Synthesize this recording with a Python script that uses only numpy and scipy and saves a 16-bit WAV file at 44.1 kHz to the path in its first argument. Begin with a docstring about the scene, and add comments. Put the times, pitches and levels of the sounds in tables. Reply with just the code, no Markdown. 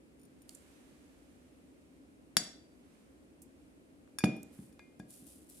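"""A glass saucer of dried herbs chatters as it is lifted, clinks against a glass cup and is set down on a table.
Saucer, cup and table ring in decaying modes at each blow; every contact adds a short burst of band noise.
A wooden spoon and fingers stir the leaves: random cracks under rising and falling gains, and faint slides.
A small room adds a diffuse tail; low hum and thin hiss lie beneath. A close pair of microphones hears it."""
import sys
import numpy as np
from scipy import signal
from scipy.fft import rfft, irfft
from scipy.io import wavfile

SR = 44100
rng = np.random.default_rng(int(sys.argv[2]) if len(sys.argv) > 2 else 0)


def unload_wav(signal):
    """Save mono or channel-first audio to the path in sys.argv[1] as 16-bit WAV at rate SR, clipped to [-1, 1]."""
    wavfile.write(
        sys.argv[1],
        SR,
        np.round(np.clip(np.atleast_2d(signal).T, -1, 1) * 32767).astype(np.int16),
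    )


N = 246959

# Background spectra. Each row: frequency in Hz, relative level in dB.
HUM_SPECTRUM = [(20, -51), (40, -20.5), (55, -6.5), (75, -4.5), (105, -14.5), (145, -10), (210, -7.5),
                (275, 1), (350, -7), (430, -12), (550, -13.5), (750, -23), (1000, -35.5), (1600, -42.5),
                (3000, -93)]
HISS_SPECTRUM = [(300, -18), (1000, -4), (2500, -3), (3400, -9), (6000, -12), (9500, -8.5), (12000, -15.5),
                 (16000, -18)]
HUM_RMS_DB, HISS_RMS_DB = -60.5, -73.5
# Likeness of the background in the two microphones. Each row: frequency in Hz, correlation from -1 to 1.
BACKGROUND_LIKENESS = [(60, 0.77), (180, 0.66), (550, 0.37), (1650, -0.48), (4970, -0.04), (15000, -0.04)]

# Decay of the room. Each row: frequency in Hz, t60 in seconds.
ROOM_DECAY = [(100, 0.26), (500, 0.5905), (2000, .46), (5000, 0.48), (8000, .36), (14000, 0.31)]
# Strength of the room tail. 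Each row: frequency in Hz, level in dB.
ROOM_LEVEL = [(100, -5), (250, -4.5), (500, -1.5), (1000, -13), (2000, -8.5), (4000, -10), (8000, -8.5),
              (10500, -16.5), (14000, -16.5)]

# Spectra of the cracking leaves and of the slides. Each row: frequency in Hz, relative level in dB.
LEAF_SPECTRUM = [(1470, -45), (2500, -14.5), (3410, -12), (6550, -9.5), (7080, -6.5), (9660, 1),
                 (15200, -11.5), (16000, -17)]
BRUSH_SPECTRUM = [(30, -20.5), (70, 9.5), (150, 0), (300, -7), (900, 1), (2400, 0), (5000, -6.5),
                  (9500, -4.5), (13000, -11.5), (16000, -17.5)]
# Pushes that shift the leaves. Each row: start of the hold in seconds, level in dB, hold in seconds,
# fall in dB per second, opening crack in dB.
LEAF_PUSHES = [(.497, -66, .075, 150, -66), (4.53, -67.5, 0.13, 170, -66),
               (5.1057, -57.8, 0.054, 74, -49.5), (5.268, -57.8, 0.027, 75, -51),
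               (5.4986, -59.8, .09, 90, -47.5)]
# Slow movements of saucer and spoon. Each row: loudest time in seconds, level in dB, fall in dB per second.
SLIDES = [(.68, -67.5, 10.5), (2.95, -72.5, 34), (3.62, -77, 40), (4.55, -71, 48), (5.25, -76, 25)]
PUSH_RISE_DB_PER_S, SLIDE_RISE_DB_PER_S = 700, 35

# Ringing modes of the table top, cup wall, cup rim, saucer body (damped by hand and leaves) and saucer's
# free rim. Each row: frequency in Hz, relative level in dB, t60 in seconds, left-right difference in dB.
TABLE_MODES = [(144.3, -9, 0.12, 0.5), (163.4, -15.5, .18, 1), (190.5, -2, 0.15, 1),
               (201.5, -11, 0.22, 1.5), (222.4, -1.5, 0.16, 0.5), (278.9, -11, 0.44, -0.5),
               (300.4, -7, 0.18, 0.5), (329, -13.5, .1, 0), (461, -21.5, 0.11, 3), (589, -15.5, 0.11, 4.5),
               (641, -18, 0.16, 2.5), (742, -12.5, 0.079, 0.5), (774, -22, .14, 4.5)]
CUP_WALL_MODES = [(1580, -11, 0.024, 1.5), (1834, -13, .025, 3.5), (2820, -18, .03, 0),
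                  (3534, -5, .036, -3), (4020, -13.5, .03, -1), (4550, -9.5, 0.027, 5),
                  (4670, -2.5, 0.043, 6.5), (4893, -16.5, .05, 1), (5500, -9, 0.054, 1.5),
                  (5560, -4, .05, 3), (6740, -9.5, 0.072, 9), (7930, -17, 0.1136, -2),
                  (7960, -17.5, 0.086, -3), (9502, -10, .05, 9), (10330, 0.5, 0.025, 6),
                  (10480, -8, .025, 2.5), (13540, -14, .035, 10.5), (13850, -15, .035, 11.5)]
CUP_RIM_MODES = [(2106, 0.5, .42, 1.5), (4660, -2.5, 0.5, -2), (8000, -20.5, 0.38, -1.5)]
SAUCER_BODY_MODES = [(1648, -2, 0.072, 7), (2425, -10.5, 0.057, -9), (3488, -5, 0.051, 0),
                     (4737, -12.5, 0.16, -7), (4860, -17, 0.06, -13), (5560, 2.5, 0.024, 2),
                     (6860, -3, 0.047, 4), (7703, -14, .04, -3), (9526, 3, 0.049, 3.5),
                     (10130, -14.5, 0.065, 7), (13300, -8, 0.048, 8)]
SAUCER_RIM_MODES = [(2439, 2, 0.39, 1.5), (3470, -13.5, 0.35, -0.5), (4920, -26.5, .35, 1.5),
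                    (4890, -28.5, .3, -1.5), (10500, -24.5, .22, 3)]

# Knocks on the table. Each row: start in seconds, level in dB, highest frequency the contact reaches in Hz.
TABLE_KNOCKS = [(2.369, -38.5, 2500), (4.2388, -20, 1970), (4.589, -42, 270), (4.998, -44, 1150),
                (5.222, -52.5, 298)]
# Saucer meets cup. Each row: start in seconds, wall level in dB, wall tilt in dB per octave,
# rim level in dB, rim tilt in dB per octave, clack level in dB.
CUP_CLINKS = [(2.3681, -19.5, 1, -58, 16.5, -23), (4.2416, -38.5, -1, -63, -6, -24.5),
              (4.7935, -70, -2, -65, -10, -47.5)]
# Blows that ring the saucer, and one faint glassy touch near 4.73 s. Each row: start in seconds, level in dB,
# tilt in dB per octave.
SAUCER_HITS = [(.419, -69.5, 11.5), (2.3685, -51, -4), (4.1861, -36, 1), (4.2059, -55.5, -6),
               (4.24236, -45.5, -1), (4.25588, -48.5, -2.5), (4.364, -68.5, 10), (4.7263, -73, 6),
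               (4.7945, -71.5, -9.5), (4.9998, -61.5, -7)]

# Evenly spaced, growing taps as the saucer is lifted.
CHATTER_START_S, CHATTER_GAP_S = .196, .0185
CHATTER_START_DB, CHATTER_GROWTH_DB_PER_TAP, CHATTER_TILT_DB_PER_OCT = -74.5, 1.1, 8.5

# The saucer's rim takes blows more strongly and brightly than its body; the hand weakens it outside the free span.
RIM_GAIN_DB, RIM_EXTRA_TILT_DB_PER_OCT = 3, 3.2
RIM_FREE_FROM_S, RIM_FREE_UNTIL_S, RIM_GRIP_DB = 4.2, 4.95, -22

# Dry noise by kind of contact. Each: centre in Hz, width in octaves, t60 in seconds, left-right difference in dB.
CUP_TICK_NOISE = (3800, 0.9, 0.02, -1)
SAUCER_TICK_NOISE = (1700, 1.4, .0072, 4)
CLACK_NOISE = (580, 1.62, 0.01, -1)
REBOUND_NOISE = (750, 1.9, 0.004, -3)
THUD_NOISE = (620, 1.2, .01, 2.5)
STEM_CRACK_NOISE = (10400, 0.58, .019, 7.1)
# Noise relative to its blow; a thud gains with each octave that the contact reaches higher.
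CUP_TICK_REL_DB, SAUCER_TICK_REL_DB, THUD_REL_DB, THUD_HARDNESS_DB_PER_OCT = -2.5, 2, -10.5, 5.5
REBOUND_DELAY_S, REBOUND_REL_DB = .007, -10  # second, weaker touch of each clink
# Small dry ticks and crisp cracks of stems. Each row: start in seconds, onset level in dB, centre in Hz, width
# in octaves, # t60 in seconds, left-right difference in dB.
DRY_TICKS = [(.4931, -39.5, 5400, 0.87, .0087, -5), (.549, -47.5, 8140, 0.34, .029, -11),
             (3.419, -52.5, 9940, .55, 0.069, -4.5), (4.076, -61.5, 1490, .44, .014, 0),
             (4.4308, -44.5, 9800, .52, .012, -8), (4.9945, -58.5, 9050, .62, 0.02, 3)]

SOFTEN_HZ, BAND_LIMIT_HZ = 13700, 16300


def amp(db):
    """Decibels to gain."""
    return 10 ** (np.asarray(db) / 20)


def unit(x):
    """Scales to rms 1."""
    return x / np.sqrt(np.mean(x ** 2) + 1e-20)


def read(points, hz):
    """Interpolates a curve on a log-frequency axis."""
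    point_hz, value = np.transpose(points)
    return np.interp(np.log(hz + 1), np.log(point_hz + 1), value)


def colour(x, spectrum):
    """Filters x by a spectrum, at rms 1."""
    gain = amp(read(spectrum, np.fft.rfftfreq(N, 1 / SR)))
    return unit(irfft(rfft(x) * gain, N))


def swell(peak_s, db, rise_db_per_s, hold_s, fall_db_per_s):
    """Gain that rises to its level at peak_s, holds and dies away, linearly in dB."""
    t = np.arange(N) / SR - peak_s
    rise_db = rise_db_per_s * np.maximum(-t, 0)
    fall_db = fall_db_per_s * np.maximum(t - hold_s, 0)
    return amp(db - rise_db - fall_db)


def low_cut(x, edge_hz, order):
    """Removes the bass below an edge."""
    return signal.sosfilt(signal.butter(order, edge_hz, "high", fs=SR, output="sos"), x)


def add(mix, start_s, sound):
    """Adds a stereo sound in place, cut at the end of the mix."""
    part = mix[:, round(start_s * SR):][:, :sound.shape[1]]
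    part += sound[:, :part.shape[1]]


def strike(modes, blows, pivot_hz, spread_rad):
    """An object rings in decaying sine modes at each blow; a blow's tilt weights them about the pivot."""
    hz, mode_db, t60_s, pan_db = np.transpose(modes)
    t, out = np.arange(SR) / SR, np.zeros((2, N))
    # each mode meets the two microphones with its own level and phase
    side = np.array([.5, -.5])[:, None]
    phase = side * spread_rad * rng.choice([-1, 1], len(hz))
    decay = np.exp(-np.log(1000) * t / t60_s[:, None])
    rings = np.sin(2 * np.pi * hz[:, None] * t + phase[..., None]) * decay
    for start_s, blow_db, tilt_db in blows:
        gains = amp(mode_db + blow_db + tilt_db * np.log2(hz / pivot_hz) + side * pan_db)
        add(out, start_s, np.einsum("cm,cmt->ct", gains, rings))
    return out


def background():
    """Low room hum and thin hiss: one noise pair, correlated by frequency, in two spectra."""
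    same = read(BACKGROUND_LIKENESS, np.fft.rfftfreq(N, 1 / SR))
    a, b = rfft(rng.standard_normal((2, N)))
    noise = irfft([a, same * a + np.sqrt(1 - same ** 2) * b], N)
    hum = amp(HUM_RMS_DB) * colour(noise, HUM_SPECTRUM)
    hiss = amp(HISS_RMS_DB) * colour(noise, HISS_SPECTRUM)
    return hum + hiss


def room(x, delay_s=0.0045, build_s=0.0065, mono_hz=700):
    """A diffuse noise tail sets in after a delay, builds up and decays at a rate set by frequency."""
    hz, t, z = signal.stft(rng.standard_normal((2, SR)), SR, nperseg=256)
    same = np.exp(-(hz / mono_hz) ** 2 / 2)[:, None]  # long waves reach both microphones alike
    z = np.array([z[0], same * z[0] + np.sqrt(1 - same ** 2) * z[1]])
    rate = np.log(1000) / read(ROOM_DECAY, hz)[:, None]
    level = amp(read(ROOM_LEVEL, hz))[:, None] * np.sqrt(2 * rate / SR)  # root: unit energy before level
    tail = signal.istft(z * level * np.exp(-rate * t), SR, nperseg=256)[1][:, :SR]
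    tail = tail * np.clip((np.arange(SR) / SR - delay_s) / build_s, 0, 1)
    return signal.fftconvolve(x, tail, axes=1)[:, :N]


def brushing(pan_db=-3):
    """Slow movements slide faintly and smoothly: coloured noise, off to one side."""
    swells = [swell(s, db, SLIDE_RISE_DB_PER_S, 0, fall) for s, db, fall in SLIDES]
    noise = colour(rng.standard_normal((2, N)), BRUSH_SPECTRUM)
    return noise * np.max(swells, axis=0) * amp([[pan_db / 2], [-pan_db / 2]])


def leaves(cracks_per_s=2500, size_db=4.0, bleed=0.11):
    """Dry leaves break and rub in countless random cracks, a few of them larger."""
    cracks = (rng.random((2, N)) < cracks_per_s / SR) * rng.choice([-1, 1], (2, N))
    cracks = cracks * amp(size_db * np.minimum(rng.exponential(1, (2, N)), 4))
    pushes = [swell(s, db, PUSH_RISE_DB_PER_S, hold, fall) for s, db, hold, fall, _ in LEAF_PUSHES]
    return colour(cracks + bleed * cracks[::-1], LEAF_SPECTRUM) * np.max(pushes, axis=0)


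def table_knocks(radiates_hz=122):
    """The table booms; a soft, slow contact cannot reach its upper modes."""
    out = np.zeros((2, N))
    for start_s, db, contact_hz in TABLE_KNOCKS:
        boom = strike(TABLE_MODES, [(start_s, db, 0)], pivot_hz=190, spread_rad=.1)
        out += signal.sosfilt(signal.butter(2, contact_hz, fs=SR, output="sos"), boom)
    # a board radiates little below its lowest modes
    return low_cut(out, edge_hz=radiates_hz, order=3)


def contacts():
    """Lists the dry noise of clinks, saucer hits, knocks, pushes and lone ticks and cracks, in DRY_TICKS
    columns."""
    rows = []
    for s, wall_db, _, _, _, clack_db in CUP_CLINKS:
        rows.append((s, wall_db + CUP_TICK_REL_DB, *CUP_TICK_NOISE))
        rows.append((s, clack_db, *CLACK_NOISE))
        rows.append((s + REBOUND_DELAY_S, wall_db + REBOUND_REL_DB, *REBOUND_NOISE))
    for s, db, _ in SAUCER_HITS:
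        rows.append((s, db + SAUCER_TICK_REL_DB, *SAUCER_TICK_NOISE))
    for s, db, contact_hz in TABLE_KNOCKS:
        hardness_db = THUD_HARDNESS_DB_PER_OCT * np.log2(contact_hz / THUD_NOISE[0])
        rows.append((s, db + THUD_REL_DB + hardness_db, *THUD_NOISE))
    for s, _, _, _, crack_db in LEAF_PUSHES:
        rows.append((s, crack_db, *STEM_CRACK_NOISE))
    return rows + DRY_TICKS


def contact_noise(shared=0.63, size=4096):
    """Each contact is a decaying burst of noise in one broad band, partly shared by the microphones."""
    t, hz, out = np.arange(size) / SR, np.fft.rfftfreq(size, 1 / SR), np.zeros((2, N))
    for start_s, db, centre_hz, octaves, t60_s, pan_db in contacts():
        common, separate = rng.standard_normal(size), rng.standard_normal((2, size))
        noise = np.sqrt(shared) * common + np.sqrt(1 - shared) * separate
        band = np.exp(-.5 * (np.log2((hz + 1) / centre_hz) / octaves) ** 2)
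        decay = np.exp(-np.log(1000) * t / t60_s)
        burst = unit(irfft(rfft(noise) * band) * decay) * np.sqrt(np.mean(decay ** 2))
        add(out, start_s, burst * amp([[db + pan_db / 2], [db - pan_db / 2]]))
    return low_cut(out, edge_hz=140, order=2)


def cup():
    """Each clink rings the cup's wall briefly and its rim for longer."""
    wall_blows = [(s, db, tilt) for s, db, tilt, _, _, _ in CUP_CLINKS]
    rim_blows = [(s, db, tilt) for s, _, _, db, tilt, _ in CUP_CLINKS]
    wall = strike(CUP_WALL_MODES, wall_blows, pivot_hz=5500, spread_rad=1.7)
    rim = strike(CUP_RIM_MODES, rim_blows, pivot_hz=2140, spread_rad=0.98)
    return wall, rim


def chatter(count):
    """Taps of the saucer as it is lifted, in SAUCER_HITS columns."""
    return [(CHATTER_START_S + k * CHATTER_GAP_S, CHATTER_START_DB + k * CHATTER_GROWTH_DB_PER_TAP,
             CHATTER_TILT_DB_PER_OCT) for k in range(count)]


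def saucer():
    """The same blows ring the saucer's body and, as far as the hand allows, its rim."""
    body_blows = chatter(count=4) + SAUCER_HITS
    rim_blows = []
    for s, db, tilt in body_blows:
        grip_db = 0 if RIM_FREE_FROM_S < s < RIM_FREE_UNTIL_S else RIM_GRIP_DB
        rim_blows.append((s, db + RIM_GAIN_DB + grip_db, tilt + RIM_EXTRA_TILT_DB_PER_OCT))
    body = strike(SAUCER_BODY_MODES, body_blows, pivot_hz=5430, spread_rad=1.0)
    rim = strike(SAUCER_RIM_MODES, rim_blows, pivot_hz=5400, spread_rad=.3)
    return body, rim


def scene():
    """Glass, table and herbs in the room; the rims feed the room less."""
    cup_wall, cup_rim = cup()
    saucer_body, saucer_rim = saucer()
    rims = cup_rim + saucer_rim
    near = cup_wall + saucer_body + table_knocks() + contact_noise() + leaves() + brushing()
    return near + rims + room(near + amp(-6.5) * rims) + background()


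def record(dry):
    """The microphones soften the highest treble; then a steep band limit."""
    soft = signal.sosfilt(signal.butter(4, SOFTEN_HZ, fs=SR, output="sos"), dry)
    band_limit = signal.firwin(401, BAND_LIMIT_HZ, window=("kaiser", 9), fs=SR)
    return signal.oaconvolve(soft, band_limit[None], "same")


dry = scene()
out = record(dry)
unload_wav(out)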